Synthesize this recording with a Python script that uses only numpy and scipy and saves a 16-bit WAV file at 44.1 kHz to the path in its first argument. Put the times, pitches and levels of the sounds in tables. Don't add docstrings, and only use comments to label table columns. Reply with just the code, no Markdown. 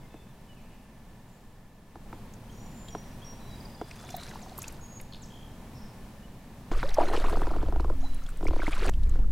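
import sys
import numpy as np
from scipy import signal
from scipy.fft import rfft, irfft, next_fast_len
from scipy.io import wavfile
from scipy.ndimage import uniform_filter1d

SR = 44100
rng = np.random.default_rng(int(sys.argv[2]) if len(sys.argv) > 2 else 0)


def generate_wav(signal):
    frames = np.transpose(np.atleast_2d(signal))
    scaled = np.clip(frames, -1, 1) * 32767
    pcm = np.round(scaled).astype(np.int16)
    wavfile.write(sys.argv[1], SR, pcm)


def to_linear_factor(level_db):
    exponent = np.asarray(level_db, float) / 20
    return 10 ** exponent


N = 410571
T = np.arange(N) / SR
OPPOSITE = np.array([[1], [-1]])


def unit_rms(x):
    return x / np.sqrt(np.mean(x ** 2))


def band(x, lo_hz, hi_hz, order=2):
    sos = signal.butter(order, [lo_hz, min(hi_hz, .45 * SR)], "bandpass", fs=SR, output="sos")
    return unit_rms(signal.sosfilt(sos, x))


def coloured_noise(hz, db):
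    n = next_fast_len(N)
    f = np.maximum(np.arange(n // 2 + 1) * SR / n, 1)
    gain = to_linear_factor(np.interp(np.log(f), np.log(hz), db))
    return irfft(rfft(rng.standard_normal(n)) * gain, n)[:N]


def walk(rate_hz):
    k = int(SR / rate_hz)
    held = np.repeat(rng.standard_normal(N // k + 1), k)
    return unit_rms(uniform_filter1d(uniform_filter1d(held, k), k)[:N])


def add(out, s, x):
    i = int(s * SR)
    out[i:i + len(x)] += x[:N - i]


def sine(hz):
    return np.sin(2 * np.pi * np.cumsum(hz) / SR)


def bubble(hz, cycles, rise_octaves):
    u = np.arange(int(1.5 * cycles / hz * SR)) * hz / cycles / SR
    return 5 * u * np.exp(1 - 5 * u) * sine(hz * 2 ** (rise_octaves * u))


# time in s, level in dB, treble lift in dB.
AIR_LEVELS = [(0, -50, 2.5), (.4, -49.5, 3.5), (1.9, -49.5, 2.5), (2.15, -44, 1.5), (3.4, -43, 3.5),
              (5, -45, 2.5), (6.599, -44, 2.5), (8.3, -51.5, 10), (9.31, -53.5, 9.5)]
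# frequency in Hz, density in relative dB per Hz.
AIR_SPECTRUM = [(6, -6), (12, 2.5), (65, -8), (90, -9.5), (117, -5), (160, -9.5), (215, -7), (300, -18),
                (500, -21), (950, -22.5), (1300, -31), (2200, -34.5), (5000, -42.5), (15500, -48)]
# frequency in Hz, side minus mid in dB.
AIR_WIDTH = [(60, -30), (500, -19), (1300, -12), (2400, -5), (15000, -3.5)]
# centre in Hz, width in Hz, mean level in dB.
FROGS = (1750, 63, -72.5)


def air():
    hz, db = np.transpose(AIR_SPECTRUM)
    side_hz, side_db = np.transpose(AIR_WIDTH)
    s, level_db, lift_db = np.transpose(AIR_LEVELS)
    mid = coloured_noise(hz, db)
    side = coloured_noise(hz, db + np.interp(np.log(hz), np.log(side_hz), side_db))
    both = (mid + side * OPPOSITE) / np.std(mid)
    treble = signal.sosfilt(signal.butter(1, 2500, "highpass", fs=SR, output="sos"), both)
    both = both + (to_linear_factor(np.interp(T, s, lift_db)) - 1) * treble
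    frog_hz, width_hz, frog_db = FROGS
    frogs = band(rng.standard_normal(N), frog_hz - width_hz / 2, frog_hz + width_hz / 2)
    frogs = frogs * to_linear_factor(frog_db + 0.7 * walk(13))
    return to_linear_factor(np.interp(T, s, level_db) + 0.92 * walk(5.35)) * both + frogs


def add_tone(out, s, t, hz, gain):
    edge = np.clip(np.minimum(t, t[-1] - t) / 0.0029, 0, 1)
    add(out, s, np.sqrt(2) * edge * gain * sine(hz))


# start in s, length in s, from Hz, to Hz, rms level at the top of the swell in dB.
GLIDES = [(.02, 0.048, 2160, 2060, -66.5), (0.002, 0.036, 3460, 3460, -72), (0.482, 0.059, 3020, 2880, -62),
          (0.561, .042, 2800, 2230, -63), (2.493, 0.019, 2990, 3420, -58.5),
          (2.877, 0.02, 3120, 3360, -54.5), (3.215, 0.028, 3090, 3470, -56.5),
          (4.414, .03, 8040, 4800, -55.5), (5.215, 0.036, 8200, 4700, -52.5), (5.255, .01, 5700, 8950, -58),
          (6.228, 0.035, 2920, 2960, -60.5), (7.075, 0.021, 4250, 3970, -48)]


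def chips():
    out = np.zeros(N)
    for s, length_s, from_hz, to_hz, db in GLIDES:
        t = T[:int(length_s * SR)]
        hz = from_hz + (to_hz - from_hz) * t / length_s
        add_tone(out, s, t, hz, to_linear_factor(db) * np.sin(np.pi * t / length_s) ** 0.45)
    return out


# start in s, length before release in s, pitch in Hz, slide in Hz,
# rms level in dB, flutter depth in dB.
HELD = [(0.099, 0.14, 3535, -16, -72.5, 1), (0.108, 0.17, 2600, -7, -68, 14),
        (.64, 0.13, 2930, -10, -77, 3), (2.525, 0.14, 5800, -26, -61.5, 18),
        (2.904, 0.092, 5725, 25, -51, 10), (3.245, 0.057, 5665, -17.5, -51.5, 6),
        (3.41, .12, 5670, 6, -65.5, 12), (3.405, 0.16, 3970, -90, -63.5, 0),
        (3.78, 0.14, 3440, -12, -66.5, 0), (3.978, 0.17, 3470, 39, -62, 1),
        (4.809, 0.17, 6680, -45, -54.5, 7), (8.028, 0.07, 4020, -57, -60, -0.5)]
RELEASE_S, RELEASE_DB, FLUTTER_HZ = 0.11, 28, 36


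def held_notes():
    out = np.zeros(N)
    for s, length_s, hz, slide_hz, db, flutter_db in HELD:
        t = T[:int((length_s + RELEASE_S) * SR)]
        flutter = flutter_db * np.sin(np.pi * FLUTTER_HZ * t) ** 2
        release = RELEASE_DB * np.maximum(t - length_s, 0) / RELEASE_S
        pitch_hz = hz + slide_hz * np.minimum(t / length_s, 1)
        add_tone(out, s, t, pitch_hz, to_linear_factor(db - flutter - release))
    return out


# first note in s, end in s,
# notes per s, mid pitch in Hz, sweep in Hz per note, peak level in dB, roughness from 0 to 1.
TRILL_RUNS = [(3.506, 4.2, 21.05, 4870, -600, -51, 0.03), (5.122, 5.185, 92, 4200, -1900, -43.5, 0.9),
              (4.128, 4.34, 60.5, 3980, 800, -45.5, 0.03), (5.301, 5.56, 56, 3240, 450, -49.5, 0.03),
              (4.919, 5.074, 30, 7100, 200, -53, 0.25), (5.745, 5.98, 195, 5320, 200, -54, 0.26),
              (0.551, 1.1, 160, 2610, 102, -62.5, 0.29), (1.28, 1.5, 120, 7300, 300, -67.5, .5)]


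def trills():
    out = np.zeros(N)
    jitter_hz = 600 * walk(1500)
    for s0, s1, notes_per_s, mid_hz, sweep_hz, db, rough in TRILL_RUNS:
        t = T[:int((s1 - s0) * SR)]
        sung = min(.6, 0.015 * notes_per_s)
        u = np.minimum(t * notes_per_s % 1 / sung, 1)
        swell = np.sin(np.pi * np.clip(0.092 + (t / t[-1]) ** 0.64, 0, 1))
        hz = mid_hz + sweep_hz * (u - .5) + rough * jitter_hz[int(s0 * SR):][:len(t)]
        add(out, s0, to_linear_factor(db) * swell * np.sin(np.pi * u) * sine(hz))
    return out


# start in s, length in s, from Hz, top in Hz, first rms level in dB, last rms level in dB.
SLURRED_NOTES = [(2.498, 0.43, 6250, 7180, -69, -59.5), (7.049, 0.052, 5030, 6960, -51, -77),
                 (8.004, .05, 5000, 6950, -56, -76)]
CLIMB_SHARE = .15
DROOP_SHARE, DROOP_POWER = .07, 30


def slurs():
    out = np.zeros(N)
    for s, length_s, from_hz, top_hz, first_db, last_db in SLURRED_NOTES:
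        t = T[:int(length_s * SR)]
        u = t / length_s
        hz = top_hz * (1 - DROOP_SHARE * u ** DROOP_POWER) - (top_hz - from_hz) * np.exp(-u / CLIMB_SHARE)
        add_tone(out, s, t, hz, to_linear_factor(first_db + (last_db - first_db) * u))
    return out


WOODS_T60_S, WOODS_DB = 0.7, -5


def birds():
    song = chips() + held_notes() + trills() + slurs()
    t = T[:SR // 2]
    tail = rng.standard_normal((2, len(t))) * 1000. ** (-t / WOODS_T60_S) * np.minimum(t / 0.0085, 1)
    tail = tail[0] + 0.061 * tail[1] * OPPOSITE
    tail *= to_linear_factor(WOODS_DB) / np.sqrt(np.sum(tail[0] ** 2))
    echo = signal.fftconvolve(song[None], tail, axes=1)[:, :N]
    return song * to_linear_factor(2.4 * walk(90)) + echo


# mean pitch in Hz, mean level in relative dB, t60 in s.
HULL_MODES = [(321, 2.5, 0.049), (405.4, 1.5, 0.04), (530, 0.5, 0.023), (703, 3, 0.018), (993, -4.5, 0.03),
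              (1350, -0.5, 0.0089), (2300, -25.5, 0.012)]
# time in s, ring peak in dB, hardness in dB per octave.
BLOWS = [(0.141, -34, -1.5), (1.956, -35.5, 4.5), (2.128, -30.5, 5), (2.949, -23, 1.5), (3.813, -23.5, 0),
         (6.715, -20, 1.5), (6.829, -20.5, 7.5), (7.099, -31, 0), (7.241, -23.5, 2.5), (7.296, -29, 10),
         (8.408, -31, -1.5), (8.678, -20, 0), (8.822, -30, 4), (8.877, -24, -7), (9.156, -32, 1.5),
         (9.189, -31.5, -3)]
# first slip peak in dB, fading in dB per s,
# hardness in dB per octave, lag scale of the low modes in s, list of slip times in s.
STICK_SLIPS = [(-23.5, 6.5, 0.5, 0.0035, [7.327, 7.369, 7.417, 7.468, 7.511, 7.562, 7.627, 7.683, 7.723, 7.759, 7.797, 7.844, 7.898]),
               (-25.5, 14, -1, 0.0042, [8.427, 8.452, 8.481, 8.507, 8.532, 8.561, 8.592, 8.629])]
BLOW_LAG_S = .002
CRACK_DB, CRACK_T60_S = -23.5, 0.034


def knocks():
    out, t = np.zeros(N), T[:SR // 10]
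    hz, db, t60_s = np.transpose(HULL_MODES)[:, :, None]
    blows = [(*row, BLOW_LAG_S) for row in BLOWS]
    for first_db, fade_db_per_s, hard_db, lag_s, slips in STICK_SLIPS:
        blows += [(s, first_db - fade_db_per_s * (s - slips[0]), hard_db, lag_s) for s in slips]
    scrapes = band(rng.standard_normal((len(blows), len(t))), 660, 4800)
    for (s, peak_db, hard_db, lag_s), scrape in zip(blows, scrapes):
        level_chance, pitch_chance = rng.standard_normal((2, len(hz), 1))
        late = np.maximum(t - lag_s * (hz[0] / hz - hz[0] / hz[-1]), 0)
        gain = to_linear_factor(db + 2.0 * level_chance + hard_db * np.log2(hz / hz[0]))
        modes = gain * np.sin(2 * np.pi * hz * (1 + 0.04 * pitch_chance) * late)
        attack = np.minimum(late / (0.32 * lag_s), 1)
        ring = np.sum(modes * 1000. ** (-late / t60_s) * attack, axis=0)
        crack = scrape * 1000. ** (-t / CRACK_T60_S) * np.minimum(t / 0.001, 1)
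        add(out, s, to_linear_factor(peak_db) * (ring / np.abs(ring).max() + to_linear_factor(CRACK_DB) * crack))
    return out


# time in s, peak in dB, centre in Hz.
DROPS_AND_CLICK = [(2.338, -44, 6670), (2.8845, -36, 3520), (3.9115, -36, 2330), (4.04, -40, 1480),
                   (4.091, -41, 2390), (4.105, -37, 6500), (4.166, -29, 13500), (4.2334, -36, 4130),
                   (4.284, -40, 2300), (4.292, -40, 5370), (4.312, -38, 1670), (4.495, -42.5, 3900),
                   (4.579, -30.5, 12000), (4.589, -30.5, 12600), (4.619, -25.5, 6900), (4.628, -33, 10500),
                   (4.6416, -32, 2700), (4.6811, -29, 6750), (4.7246, -42.5, 11200), (5.0007, -36.5, 2200),
                   (5.013, -38, 10900), (6.8916, -33, 3950), (6.905, -42, 5170), (6.9437, -29.5, 5800),
                   (7.164, -27, 2730), (7.2, -36, 3930), (7.296, -40, 8900), (7.806, -43, 4340),
                   (8.146, -38.5, 9300), (8.237, -44, 5900), (8.264, -39.5, 3420), (8.2904, -41, 8800),
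                   (8.303, -45, 7600), (8.3724, -45, 8210), (8.444, -42, 8000), (8.475, -36, 5400),
                   (8.483, -32, 2530), (8.709, -45, 8000), (8.752, -41, 7500), (8.8628, -34, 8750),
                   (8.894, -30.5, 6900), (8.938, -42.5, 3030), (9.0336, -44, 3700), (9.0947, -38, 7340)]


def drops():
    out, t = np.zeros(N), T[:SR // 30]
    u = (t - .008) / 0.0048
    u = u * (1 + .5 * (u < 0))
    for s, db, hz in DROPS_AND_CLICK:
        noise = rng.standard_normal(len(t))
        narrow, wide = band(noise, 0.875 * hz, 1.164 * hz), band(noise, 0.49 * hz, 2.05 * hz)
        hiss = (narrow + .5 * wide) * np.exp(-u ** 2)
        tick = wide * np.exp(-(u / 0.16) ** 2)
        burst = hiss + tick
        add(out, s - .007, to_linear_factor(db) * burst / np.abs(burst).max())
    return out


def grains(per_s, lo_hz, octaves, cycles, tilt):
    out = np.zeros(N)
    swarm = rng.random((int(per_s * T[-1]), 4)) * [T[-1], 1, 1, 1]
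    times = swarm[:, 0]
    wet = np.any([(times > rows[0][0]) & (times < rows[-1][0]) for rows in PASSAGES], axis=0)
    for s, size, pitch, length in swarm[wet]:
        gain = (1 - .98 * size) ** -.45 * 2 ** (-tilt * pitch)
        add(out, s, gain * bubble(lo_hz * 2 ** (octaves * pitch), cycles * (0.48 + length), 0.34))
    return unit_rms(out)


def splats(lo_hz, octaves, rate_hz, patchy_db):
    out, together = np.zeros(N), walk(rate_hz)
    for hz in lo_hz * 2 ** np.linspace(0, octaves, num=5):
        flare = np.maximum(0.49 * together + 0.65 * walk(1.5 * rate_hz), -.6)
        hiss = band(rng.standard_normal(N), hz / 1.19, hz * 1.37)
        out += hiss * to_linear_factor(patchy_db * flare) * (lo_hz / hz) ** 0.25
    return unit_rms(out)


# time in s, gurgle in dB, wash in dB.
PASSAGES = [
    [(3.85, -82, -65), (4.05, -62.5, -62), (4.2, -71, -57), (4.32, -59, -58.5), (4.5, -66, -70),
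     (4.65, -64, -57.5), (4.8, -60, -73)],
    [(6.712, -47, -49.5), (6.8, -52.5, -49.5), (6.95, -52, -52.5), (7.0, -31, -47.5), (7.07, -42.5, -51),
     (7.15, -31.5, -45), (7.2, -44, -47.5), (7.32, -40.5, -50.5), (7.62, -47, -60), (7.69, -52, -64),
     (7.9, -50, -73), (8.05, -70, -63.5), (8.4, -59, -66.5), (8.72, -51, -46), (8.8, -48, -47.5),
     (8.897, -34.5, -38)],
    [(8.9, -72, -79), (9.15, -57.5, -60), (9.25, -58, -89)],
]
SPRAY_OVER_WASH_DB = [1.5, -8.5, -8]


def slosh():
    gurgle = unit_rms(grains(300, 298.3, 2.247, 6.2, 0.27) + 0.5 * splats(328, 2.1, 45, 6.1))
    wash = unit_rms(grains(600, 1013, 2.2, 8.3, 0.3) + 0.94 * splats(1370, 1.06, 80, 7.6))
    spray = unit_rms(grains(300, 3580, 1.69, 9, 0.37) + 1.64 * splats(3680, 1.34, 90, 6.8))
    out = np.zeros(N)
    for rows, spray_db in zip(PASSAGES, SPRAY_OVER_WASH_DB):
        s, gurgle_db, wash_db = np.transpose(rows)
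        for x, db in [(gurgle, gurgle_db), (wash, wash_db), (spray, wash_db + spray_db)]:
            out += x * to_linear_factor(np.interp(T, s, db, left=-120, right=-120))
    return out


# from s, to s, drops per s, base peak in dB before the tremble.
DROP_SHOWERS = [(3.951, 4.451, 170, -57), (4.623, 4.804, 33, -59), (6.717, 7.398, 77, -47.5),
                (7.396, 7.902, 36, -58.5), (8.6, 8.891, 150, -42)]
SHOWER_LOW_HZ, SHOWER_OCTAVES, SHOWER_CYCLES = 915, 2.88, 9.1
HIGH_DROPS_DB = -12


def showers():
    out = np.zeros(N)
    for s0, s1, per_s, db in DROP_SHOWERS:
        for when, size, pitch, length in rng.random((int(per_s * (s1 - s0)), 4)):
            hz = SHOWER_LOW_HZ * 2 ** (SHOWER_OCTAVES * pitch)
            blip = bubble(hz, SHOWER_CYCLES * (0.28 + length), 0.19)
            blip_db = db + HIGH_DROPS_DB * pitch - np.log(1 - .95 * size)
            add(out, s0 + (s1 - s0) * when, to_linear_factor(blip_db) * blip)
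    return out


# start in s, peak in dB before the tremble, first pitch in Hz,
# length in cycles of that pitch, rise in octaves per such length.
BUBBLES_RING_AND_CLICK = [(4.099, -40, 710, 14, 0), (4.142, -31, 733, 14, 0), (4.17, -39, 684, 24, 0.03),
                          (4.04, -43, 716, 12, 0.091), (4.088, -49, 2300, 40, 0), (4.276, -47, 2300, 34, 0),
                          (4.336, -37, 810, 10, 0.44), (4.357, -34, 910, 4.3, 0),
                          (4.425, -48, 686, 12, 0.1), (4.464, -43.5, 756, 28, 0),
                          (4.461, -41.5, 970, 10, 0.15), (4.517, -42, 720, 14, 0.091),
                          (4.586, -32, 1050, 4.3, 0), (6.837, -33.5, 486, 29, 0.67),
                          (6.972, -28.5, 805, 11, 0.18), (6.983, -15, 551, 14.8, 0.74),
                          (6.985, -21, 855, 9.1, 0.023), (7.005, -29, 974, 36, 0.066),
                          (7.1, -32, 624, 5, 0.43), (7.125, -29, 433, 6.5, 0.65),
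                          (7.134, -26, 805, 6.4, 0.25), (7.146, -25, 384, 6.7, 0.62),
                          (7.148, -31.5, 1620, 13, 0.48), (7.238, -24, 760, 16, 0.95),
                          (7.89, -44, 266, 125, 0), (8.028, -43.5, 640, 34, 1),
                          (8.219, -46.5, 1250, 14.5, 0.26), (8.288, -42, 1450, 8.9, 0.017),
                          (8.468, -27, 2130, 15, 0.24), (8.601, -30.5, 2090, 16, 0.22),
                          (8.619, -30, 1490, 11, 0.091), (8.667, -28.5, 1950, 14, 0.4),
                          (8.73, -31.5, 2330, 14, 0.11), (8.765, -41, 1020, 31, 0),
                          (8.894, -22, 600, 1.4, 0)]


def bubbles():
    out = np.zeros(N)
    for s, db, hz, cycles, rise_octaves in BUBBLES_RING_AND_CLICK:
        add(out, s, to_linear_factor(db) * bubble(hz, cycles, rise_octaves))
    return out


def trembling_water():
    return (bubbles() + showers()) * (1 + 0.34 * walk(250))


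# time in s, slow heave in dB, quick shake in dB.
ROCKING_LEVELS = [(6.701, -15, -37), (6.9, -24, -44), (7.25, -21, -37.5), (7.55, -25, -33.5),
                  (7.85, -23.5, -27.5), (8.051, -22, -41), (8.35, -33.5, -46), (8.5, -20, -27.5),
                  (8.65, -24.5, -44), (8.92, -22, -29), (9.31, -20, -26.5)]


def rocking():
    s, heave_db, shake_db = np.transpose(ROCKING_LEVELS)
    out = np.zeros(N)
    for db, lo_hz, hi_hz in [(heave_db, 5, 21.1), (shake_db, 26, 67.6)]:
        swing = band(rng.standard_normal(N), lo_hz, hi_hz, order=3)
        power = uniform_filter1d(uniform_filter1d(swing ** 2, size=3000), size=3000)
        swing = unit_rms(swing / np.sqrt(power + 0.33))
        out += to_linear_factor(np.interp(T, s, db)) * swing
    drum_db = 0.59 * np.interp(T, s, shake_db) - 26.5
    out += to_linear_factor(drum_db) * band(rng.standard_normal(N), 62, 193)
    return out * np.clip((T - s[0]) / 0.041, 0, 1)


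def scene():
    near = knocks() + drops() + slosh() + trembling_water() + rocking()
    apart = 0.033 * np.diff(np.roll(near, 40), prepend=0)
    return near + apart * OPPOSITE + birds() + air()


def band_limit(x):
    return signal.sosfilt(signal.butter(12, 16660, fs=SR, output="sos"), x)


def record(dry):
    low_pass = signal.ellip(8, .2, 70, 15750, fs=SR, output="sos")
    mix = signal.sosfilt(low_pass, dry)
    return band_limit(mix)


dry = scene()
out = record(dry)
generate_wav(out)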